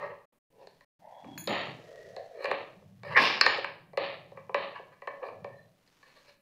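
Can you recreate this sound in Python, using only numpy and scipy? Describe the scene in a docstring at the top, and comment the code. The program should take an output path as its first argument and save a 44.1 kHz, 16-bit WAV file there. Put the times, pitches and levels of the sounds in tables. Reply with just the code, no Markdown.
"""First a soft scrape and a rustle are heard, then knocks, as bamboo slats are tied to a wooden frame with string.
Knocked slats ring as sums of decaying modes; scrapes are runs of random slips that excite the same modes.
Jolts set the mat of loose slats shivering: dense random contacts filtered by broad resonances.
String drags and squeaks by stick-slip, the hands rumble on the frame, a small piece of metal pings.
Short reflections follow the slats, over faint air; the level dips briefly three times."""
import sys
import numpy as np
from scipy import signal
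from scipy.fft import rfft, irfft
from scipy.io import wavfile
from scipy.ndimage import uniform_filter1d

SR = 44100
rng = np.random.default_rng(int(sys.argv[2]) if len(sys.argv) > 2 else 0)


def unload_audio(sound):
    """Save the sound as a 16-bit wav file, at the path given as the first command line argument."""
    columns = np.transpose(np.atleast_2d(sound))
    # keep every value between -1 and 1, then stretch to whole-number steps
    steps = np.round(np.clip(columns, -1, 1) * 32767)
    wavfile.write(sys.argv[1], SR, steps.astype(np.int16))


N = 282681
T = np.arange(N) / SR  # time [s]

# Slat on slat: (time [s], level before voicing [dB], brightness [dB/octave], hollowness [dB], ring length factor)
KNOCKS = [(0.621, -74, -14, -4, .4), (0.671, -52.5, -3, -10.5, 0.12), (0.808, -67, -2.6, 5.5, 1.1),
          (1.2435, -52, -10, 5, 0.65), (1.3762, -65.5, 3.8, 6, 0.13), (1.4735, -32, -2.5, -17, 1.1),
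          (2.164, -39.5, -5, -11, 0.61), (2.4433, -30.5, -6.5, -3.5, 0.77), (2.455, -46, -2.5, 11.5, 1.3),
          (2.5131, -29, -7, 4.5, 0.27), (2.822, -60.5, -18, 6, 0.11), (3.033, -50, -4.5, 1.5, 1.2),
          (3.411, -37, 5, 1.5, .55), (3.4624, -31, -0.5, 7, 0.4), (3.582, -34, -6, -22, 0.95),
          (3.6443, -49, -3, 17, 0.2), (3.932, -48, -10, -1, 1.9), (3.9731, -26, -7, -2.5, 1.04),
          (4.317, -48, -10, -8, 0.66), (4.372, -48.5, -11, 10, 0.96), (4.4932, -42, -18, 15, 0.57),
          (4.544, -26.5, -8, 6.5, 0.79), (4.7953, -45.5, -11, -20, 1.15), (5.019, -48, -9, 8.5, 1.6),
          (5.073, -38.5, -9, 11.5, 1.57), (5.229, -41.5, -16, 17.5, 1.9), (5.285, -44.5, -11.5, 8.5, .6),
          (5.444, -38, -10, 2, 0.74), (5.8755, -81, 3, -8, .3), (6.028, -69, -2.5, 11, 1.36)]
# Slat sliding on slat: (peak time [s], rise constant [s], fall constant [s], level before voicing [dB],
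# brightness [dB/octave], hollowness [dB])
SCRAPES = [(0.04, 0.063, 0.048, -40.5, -10, 9.5), (0.11, 0.075, 0.034, -46.5, -15, 10.5),
           (0.63, 0.046, .03, -51, -8.5, -8.5), (2.44, 0.029, 0.033, -39.5, -5, -1),
           (3.05, 0.0018, 0.17, -44.5, -6, 1), (3.128, 0.023, 0.023, -41, -6.5, 10.5),
           (3.166, 0.0027, .029, -25.5, -6.5, 15), (3.22, 0.021, .048, -46, 2, 8.5),
           (4.38, .014, 0.031, -52, -14, 12), (4.765, 0.013, 0.015, -56, -4.5, 18),
           (4.936, 0.018, 0.011, -65.5, -5, 14), (5.235, 0.013, 0.033, -38, -13, 7),
           (5.27, .018, 0.021, -43, -6.5, -4.5), (6.08, .025, 0.049, -68, -0.5, -0.5),
           (6.171, .012, 0.021, -59, -1.5, -5), (6.295, 0.025, 0.011, -58, -2, -2)]
# Modes of a bamboo slat, before scatter and ring factor: (frequency [Hz], relative level [dB], t60 [s])
SLAT_MODES = [(345.6, -21.5, 0.017), (516.4, 4.5, 0.037), (552.9, 13, 0.15), (585.7, 4, 0.03),
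              (722.6, 6.5, 0.065), (929, -7, 0.021), (1006.4, 6.5, 0.11), (1100, 21.5, 0.044),
              (1207, 3, 0.053), (1385, -14, 0.01), (1732, 2, 0.073), (1814, 1.5, 0.082), (1980, 8.5, 0.025),
              (2312, 5, 0.041), (2308, -8.5, 0.014), (2580, -4.5, 0.012), (3740, -17, 0.02),
              (4047, 0.5, 0.015), (4160, -1.5, 0.02), (4470, -5, 0.016), (5480, -8.5, 0.022)]
# Registers of a slat, low to high: (lower edge [Hz], upper edge [Hz])
REGISTERS = [(390, 800), (820, 1330), (1600, 2900), (3500, 5300)]
# How a contact shares its strength among the registers, low to high:
# (height above the lowest [octaves], relative level [dB], share of the hollowness)
VOICING = [(0, -1, 0), (.9, -3.5, 1), (1.95, 4.5, 0.92), (2.951, 1, 0.078)]
# The mat shivering after a jolt: (time [s], level before voicing [dB], brightness [dB/octave])
SHIVERS = [(-0.04, -53.5, -4.5), (1.475, -34.5, -2), (2.47, -40, -4), (3.168, -33.5, 1.2),
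           (3.43, -36.5, -.5), (3.975, -40, -1.5), (4.546, -41, -2.5), (5.075, -49, -10),
           (5.26, -46, -17.5), (5.444, -52, -22)]
# Colour of the mat against a single slat, one entry for each register, low to high: level [dB]
SHIVER_REGISTER_DB = [1, 1, -1.9, -5.5]
# Broad resonances of the tied mat: (frequency [Hz], width [Hz], level [dB])
BOARD = [(600, 87, 7.5), (740, 62, -7.5), (1140, 160, -9), (1810, 150, 3), (2580, 970, -3.5),
         (4210, 320, 3)]
# String dragged over a slat: (time [s], level of the main resonance [dB], resonance [Hz])
SHORT_DRAG = [(1.0, -74, 740), (1.03, -56.5, 730), (1.08, -52.5, 757), (1.17, -50, 769), (1.22, -53, 770),
              (1.32, -55, 777), (1.45, -64, 804)]
# A longer pull that catches and slips on: (time [s], level of the main resonance [dB], resonance [Hz])
LONG_DRAG = [(1.78, -52.5, 516), (1.936, -50, 560), (2.056, -50.5, 510), (2.162, -53.5, 600),
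             (2.174, -39.5, 611), (2.308, -54.5, 620), (2.37, -47, 535), (2.42, -41, 499)]
# Taut string squeaking: (centre time [s], half length [s], frequency [Hz], half width [Hz], level [dB])
SQUEAKS = [(1.191, 0.06, 3370, 110, -69), (1.363, 0.12, 3340, 45.3, -61.5), (2.015, 0.16, 1900, 60, -62),
           (3.179, 0.019, 1878, 226, -16), (5.548, 0.078, 1810, 52, -58.5), (5.572, .12, 4060, 11, -78.5)]
# Hands pressing on the frame: (time [s], rumble level [dB])
HANDS = [(0.1, -60), (.35, -89), (.66, -72.5), (1.18, -74.5), (1.33, -53.5), (1.72, -51.5), (1.93, -70.5),
         (2.15, -60.5), (2.35, -75.5), (2.85, -58.5), (3.13, -49), (3.45, -65.5), (4.42, -59), (5.0, -70),
         (5.25, -80), (5.41, -54), (5.68, -64.5), (5.83, -80)]
# The frame groaning under the palm: (time [s], level [dB])
GROAN = [(1.22, -91), (1.245, -53.5), (1.34, -49), (1.45, -56), (1.50, -37), (1.62, -58), (1.8, -59)]
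# String running through the fingers: (time [s], hiss level [dB])
THREAD = [(0, -69), (.42, -89), (.62, -73.5), (1.05, -75.5), (1.3, -67.5), (2.05, -63.5), (2.33, -69),
          (3.2, -78), (3.9, -83.5), (4.35, -75.5), (5.8, -75), (5.95, -69.5), (6.32, -67), (6.41, -87)]
# Colour of that hiss: (frequency [Hz], relative level [dB])
HISS = [(300, 2.5), (1000, 4), (1400, 3.5), (1900, 2), (3200, 0.5), (4600, -1.5), (6200, -4), (9000, -15),
        (15000, -21.5)]
# Modes of a small metal piece, before the tap's own factors: (frequency [Hz], level [dB], t60 [s])
METAL = [(4000, -59, .5), (6430, -46, .25), (6906, -41, .6), (9750, -56, .3), (10412, -45, .38),
         (11390, -58, .12), (13900, -42, .33), (14660, -47, .28)]
# Taps on it: (time [s], relative level [dB], loss in the upper modes [dB/octave], ring length factor)
PINGS = [(1.379, -2, 1, 1), (3.478, -8.5, 37.5, 0.47)]
# Colour of the air: (frequency [Hz], relative level [dB])
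AIR = [(25, 5.5), (55, -13), (130, -1), (300, 3.5), (550, -17), (1400, -21.5), (1900, -11), (5000, -28.5),
       (9000, -19), (15000, -20.5)]
# Moments when the level dips: (start [s], end [s])
GAPS = [(.254, .325), (.387, .503), (.847, .993)]

# The contact's tick: level with the top register at 0 dB [dB], growth for each dB of that register
TICK_DB, TICK_GROWTH = -26, 0.8
# A jolt of TYPICAL_DB builds up in BUILD_S and reaches down to REACH_HZ.
# Every DOUBLING_DB more doubles the time and reaches an octave lower; gentle jolts stop at the lowest register.
TYPICAL_DB, DOUBLING_DB = -40.5, 9.5
BUILD_S, REACH_HZ = 0.071, 352
# The upper edge of a shiver rises with brightness (Hz for each dB/octave), but stays above the dull edge.
EDGE_HZ, EDGE_HZ_PER_TILT, DULL_EDGE_HZ = 5020, 280, 4450
AIR_DB, TOP_HZ = -74.5, 15600


def knocks(tick_s=.0014, tick_hz=7400, snap_hz_per_tilt=170):
    """Impact excitation: each blow sets the strength of the slat's registers in the first 20 ms."""
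    out, t = np.zeros(N), T[:4000]
    for s, size_db, tilt_db, hollow_db, ring in KNOCKS:
        blow = slat(ring)
        tick = band(rng.standard_normal(len(t)) * np.exp(-t / tick_s), 6200, tick_hz, order=1)
        snap_low, snap_high = REGISTERS[3]
        snap = (snap_low + snap_hz_per_tilt * max(tilt_db, 0), snap_high)  # the brightest blows snap higher
        parts = [band(blow, *edges, order=4) for edges in [*REGISTERS[:3], snap]] + [tick]
        levels = voicing(size_db, tilt_db, hollow_db)
        tick_db = TICK_DB + TICK_GROWTH * levels[-1]
        for part, db in zip(parts, [*levels, tick_db]):
            add(out, s, undb(db) * part / np.std(part[:SR // 50]))
    return out


def slat(ring, scatter=0.013, place_db=5.0, crack_db=9, crack_s=0.0025,
         rattle_db=-7, rattle_s=0.0065, lag_s=0.000688, plain_db=-13):
    """Modal superposition: decaying slat modes, scattered for each blow, with a crack and neighbours' rattle."""
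    t = T[:4000]
    length = max(ring, .15)
    hz, db, t60 = np.transpose(SLAT_MODES)[:, :, None]
    hz = hz * (1 + scatter * rng.standard_normal(hz.shape))
    db = db + place_db * rng.standard_normal(hz.shape)  # each mode's share depends on where the slat is hit
    age = np.maximum(t - lag_s * np.sqrt(hz.mean() / hz), 0)  # low bending waves travel more slowly
    modes = np.sum(undb(db - 60 * age / (t60 * length)) * np.sin(2 * np.pi * hz * age), axis=0)
    crack = undb(crack_db) * np.exp(-t / crack_s)
    rattle = undb(rattle_db) * np.exp(-t / (rattle_s * length))
    return modes + board(2 * (crack + rattle) * rng.standard_normal(len(t)), plain_db)


def scrapes(top_hz=13000, grit_db=-14):
    """Stick-slip excitation: a run of slips swells and dies away, ringing the same slat modes."""
    out = np.zeros(N)
    t = T[:26000] - .2
    for s, rise_s, fall_s, size_db, tilt_db, hollow_db in SCRAPES:
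        pushes = slips(len(t), per_s=2500, spread_db=3)
        body = signal.fftconvolve(pushes, slat(ring=0.51))[:len(t)]
        grit = band(pushes, 3400, top_hz, order=1)
        parts = [band(body, *edges, order=4) for edges in REGISTERS] + [grit]
        levels = voicing(size_db, tilt_db, hollow_db)
        sound = sum(undb(db) * unit(part) for part, db in zip(parts, [*levels, levels[-1] + grit_db]))
        add(out, s + t[0], sound * np.exp(np.minimum(t / rise_s, -t / fall_s)))
    return out


def voicing(db, tilt_db, hollow_db):
    """Spectral balance: brightness tilts the registers by octaves; far from a binding a contact is hollower."""
    octaves, base_db, share = np.transpose(VOICING)
    return db + base_db + tilt_db * octaves + hollow_db * share


def shivers(t60_s=0.46, low_t60_s=0.76, early=0.11, low_lead=0.25, frame_db=-16, rumble_db=-19,
            plain_db=5, plain_growth=1.8, ripple_db=1.5):
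    """Spreading vibration: a jolt crosses the mat, bass first; many light contacts rustle, ring and die away."""
    out, t = np.zeros(N), T[:32000]
    for s, size_db, tilt_db in SHIVERS:
        spread = 2 ** ((size_db - TYPICAL_DB) / DOUBLING_DB)  # a harder jolt moves more of the mat
        build_s, low_hz = BUILD_S * spread, min(REACH_HZ / spread, REGISTERS[0][0])
        top_hz = max(EDGE_HZ + EDGE_HZ_PER_TILT * tilt_db, DULL_EDGE_HZ)
        contacts = slips(len(t), per_s=3000, spread_db=3)
        # gentle jolts ring, hard ones rustle
        wash = board(contacts, plain_db + plain_growth * (size_db - TYPICAL_DB))
        wash = uneven(wash, ripple_db)
        registers = [(low_hz, 780), (800, 1330), (1600, 3200), (3550, top_hz)]
        parts = [unit(band(wash, *edges, order=4)) for edges in registers]
        frame = undb(frame_db) * unit(band(contacts, 190, 320))
        rumble = undb(rumble_db) * unit(band(contacts, 100, 190))
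        parts[0] = parts[0] + frame + rumble  # the frame below shakes along
        levels = voicing(size_db, tilt_db, 0) + SHIVER_REGISTER_DB
        for k, (part, db) in enumerate(zip(parts, levels)):
            build, t60 = (build_s * low_lead, low_t60_s) if k == 0 else (build_s, t60_s)
            swell = (early + 1 - np.exp(-(t / build) ** 2)) * undb(-60 * t / t60)
            add(out, s, undb(db) * part * swell / swell.max())
    return out


def board(x, plain_db):
    """Resonant radiation: broad resonances of the mat in parallel with an uncoloured part."""
    out = undb(plain_db) * x
    for hz, width_hz, db in BOARD:
        out = out + undb(db) * signal.lfilter(*signal.iirpeak(hz, hz / width_hz, fs=SR), x)
    return out


def uneven(x, ripple_db):
    """Modal irregularity: slats of many lengths leave narrow random peaks and dips in the spectrum."""
    hz = np.arange(700, 6000, 130)
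    db = ripple_db * rng.standard_normal(len(hz))
    db[0] = 0
    return colour(x, np.column_stack([hz, db]))


def drag(rows, width_hz, overtone_db, overtone_hz):
    """Stick-slip of string on a slat: one main resonance moves with the pull, beside a weak higher mode."""
    pushes = slips(N, per_s=5000, spread_db=2)
    ring = signal.sosfilt(signal.butter(5, width_hz / 2, fs=SR, output="sos"), pushes)
    carrier = np.cos(2 * np.pi * np.cumsum(curve(rows, 2)) / SR)  # lifts the ring to the moving resonance
    main = unit(ring * carrier)
    upper = unit(band(pushes, overtone_hz - width_hz / 2, overtone_hz + width_hz / 2, order=2))
    return (main + undb(overtone_db) * upper) * undb(curve(rows, 1)) * during(rows)


def squeak():
    """Narrow-band friction tone: taut string slips and gives thin squeaks of unsteady strength and phase."""
    out = np.zeros(N)
    t = T[:35280] - .4
    for s, length_s, hz, width_hz, db in SQUEAKS:
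        sine = waver(len(t), width_hz) * np.sin(2 * np.pi * hz * t)
        cosine = waver(len(t), width_hz) * np.cos(2 * np.pi * hz * t)
        add(out, s + t[0], undb(db) * unit(sine + cosine) * np.exp(-(t / length_s) ** 2))
    return out


def hands(high_hz=195):
    """Low-frequency friction: small slips of the hands make the frame rumble and groan."""
    grip, palm = (slips(N, per_s=6000, spread_db=4) for _ in range(2))
    rumble = unit(band(grip, 96, high_hz, order=4)) * undb(curve(HANDS, 1))
    groan = unit(band(palm, 171, 330, order=5)) * undb(curve(GROAN, 1)) * during(GROAN)
    return rumble + groan


def thread():
    """Broadband friction: string fibres slipping through the fingers make a coloured hiss."""
    fibres = slips(N, per_s=4000, spread_db=5)
    return unit(colour(fibres, HISS)) * undb(curve(THREAD, 1))


def pings():
    """Free modal decay: loosely held metal is tapped; a soft tap leaves its upper modes quiet."""
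    out, t = np.zeros(N), T[:40000]
    for s, size_db, loss_db, ring in PINGS:
        for hz, db, t60 in METAL:
            dull_db = loss_db * max(np.log2(hz / METAL[2][0]), 0)  # loss above the third mode
            chatter = .7 + .7 * waver(len(t), 110)
            decay = undb(size_db + db - dull_db - 60 * t / (t60 * ring))
            add(out, s, chatter * decay * np.sin(2 * np.pi * hz * t))
    return out


def room(x, wet_db=-11, t60_s=0.44, top_hz=4600):
    """Reverberation by convolution: short, dull reflections from the floor and nearby walls."""
    t = T[:22050]
    noise = band(rng.standard_normal(len(t)), 250, top_hz, order=4)
    tail = noise * undb(-60 * t / t60_s) * (t > .006)
    return undb(wet_db) * signal.fftconvolve(x, tail / np.linalg.norm(tail))[:N]


def still_air():
    """Stationary noise: a steady random background with the colour of the air."""
    return unit(colour(rng.standard_normal(N), AIR)) * undb(AIR_DB)


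def slips(n, per_s, spread_db):
    """Stick-slip as a random pulse train: tiny pushes of random time, sign and size."""
    happens = rng.random(n) < per_s / SR
    return happens * rng.choice([-1, 1], n) * undb(spread_db * rng.standard_normal(n))


def waver(n, width_hz):
    """Narrow-band modulation: a slow random swing with rms 1 makes a tone a narrow, unsteady line."""
    return unit(signal.sosfilt(signal.butter(3, width_hz, fs=SR, output="sos"), rng.standard_normal(n)))


def undb(db):
    """Logarithmic level: decibels to amplitude gain."""
    return np.exp(np.asarray(db) * np.log(10) / 20)


def unit(x):
    """Power normalisation: scale to rms 1."""
    return x / np.sqrt(np.mean(x ** 2))


def band(x, lo_hz, hi_hz, order=3):
    """Band limitation: causal Butterworth band-pass."""
    return signal.sosfilt(signal.butter(order, [lo_hz, hi_hz], "band", fs=SR, output="sos"), x)


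def colour(x, points):
    """Spectral shaping: weight the spectrum by (frequency [Hz], level [dB]) points."""
    hz, db = np.transpose(points)
    f = np.maximum(np.arange(len(x) // 2 + 1) * SR / len(x), 1)
    return irfft(rfft(x) * undb(np.interp(np.log(f), np.log(hz), db)), len(x))


def curve(rows, column):
    """Linear interpolation: one column of a table as a line through time."""
    rows = np.array(rows)
    return np.interp(T, rows[:, 0], rows[:, column])


def during(rows):
    """Time windowing: a soft-edged window over the time that a table covers."""
    inside = (T >= rows[0][0]) & (T <= rows[-1][0])
    return uniform_filter1d(inside * 1., size=900)


def add(out, s, x):
    """Superposition: mix x into out from time s [s] on."""
    i = int(round(s * SR))
    x, i = x[max(-i, 0):], max(i, 0)
    out[i:i + len(x)] += x[:N - i]


def scene():
    """Superposition of slats with their reflections, string, hands, metal and still air."""
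    slats = knocks() + scrapes()
    string = drag(SHORT_DRAG, width_hz=384, overtone_db=-21.0, overtone_hz=1900)
    string += drag(LONG_DRAG, width_hz=268, overtone_db=-18.5, overtone_hz=1810)
    string += thread() + squeak()
    return (slats + room(slats) + shivers() + string + hands() + pings() + still_air())[None]


def record(dry, gap_db=-45):
    """Gain and low-pass filtering: the level dips briefly three times; the top is cut off."""
    gain = np.ones(N)
    for start, end in GAPS:
        gain[(T > start) & (T < end)] = undb(gap_db)
    low_pass = signal.ellip(10, .2, 70, TOP_HZ, fs=SR, output="sos")
    return signal.sosfilt(low_pass, dry * uniform_filter1d(gain, size=200))


dry = scene()
out = record(dry)
unload_audio(out)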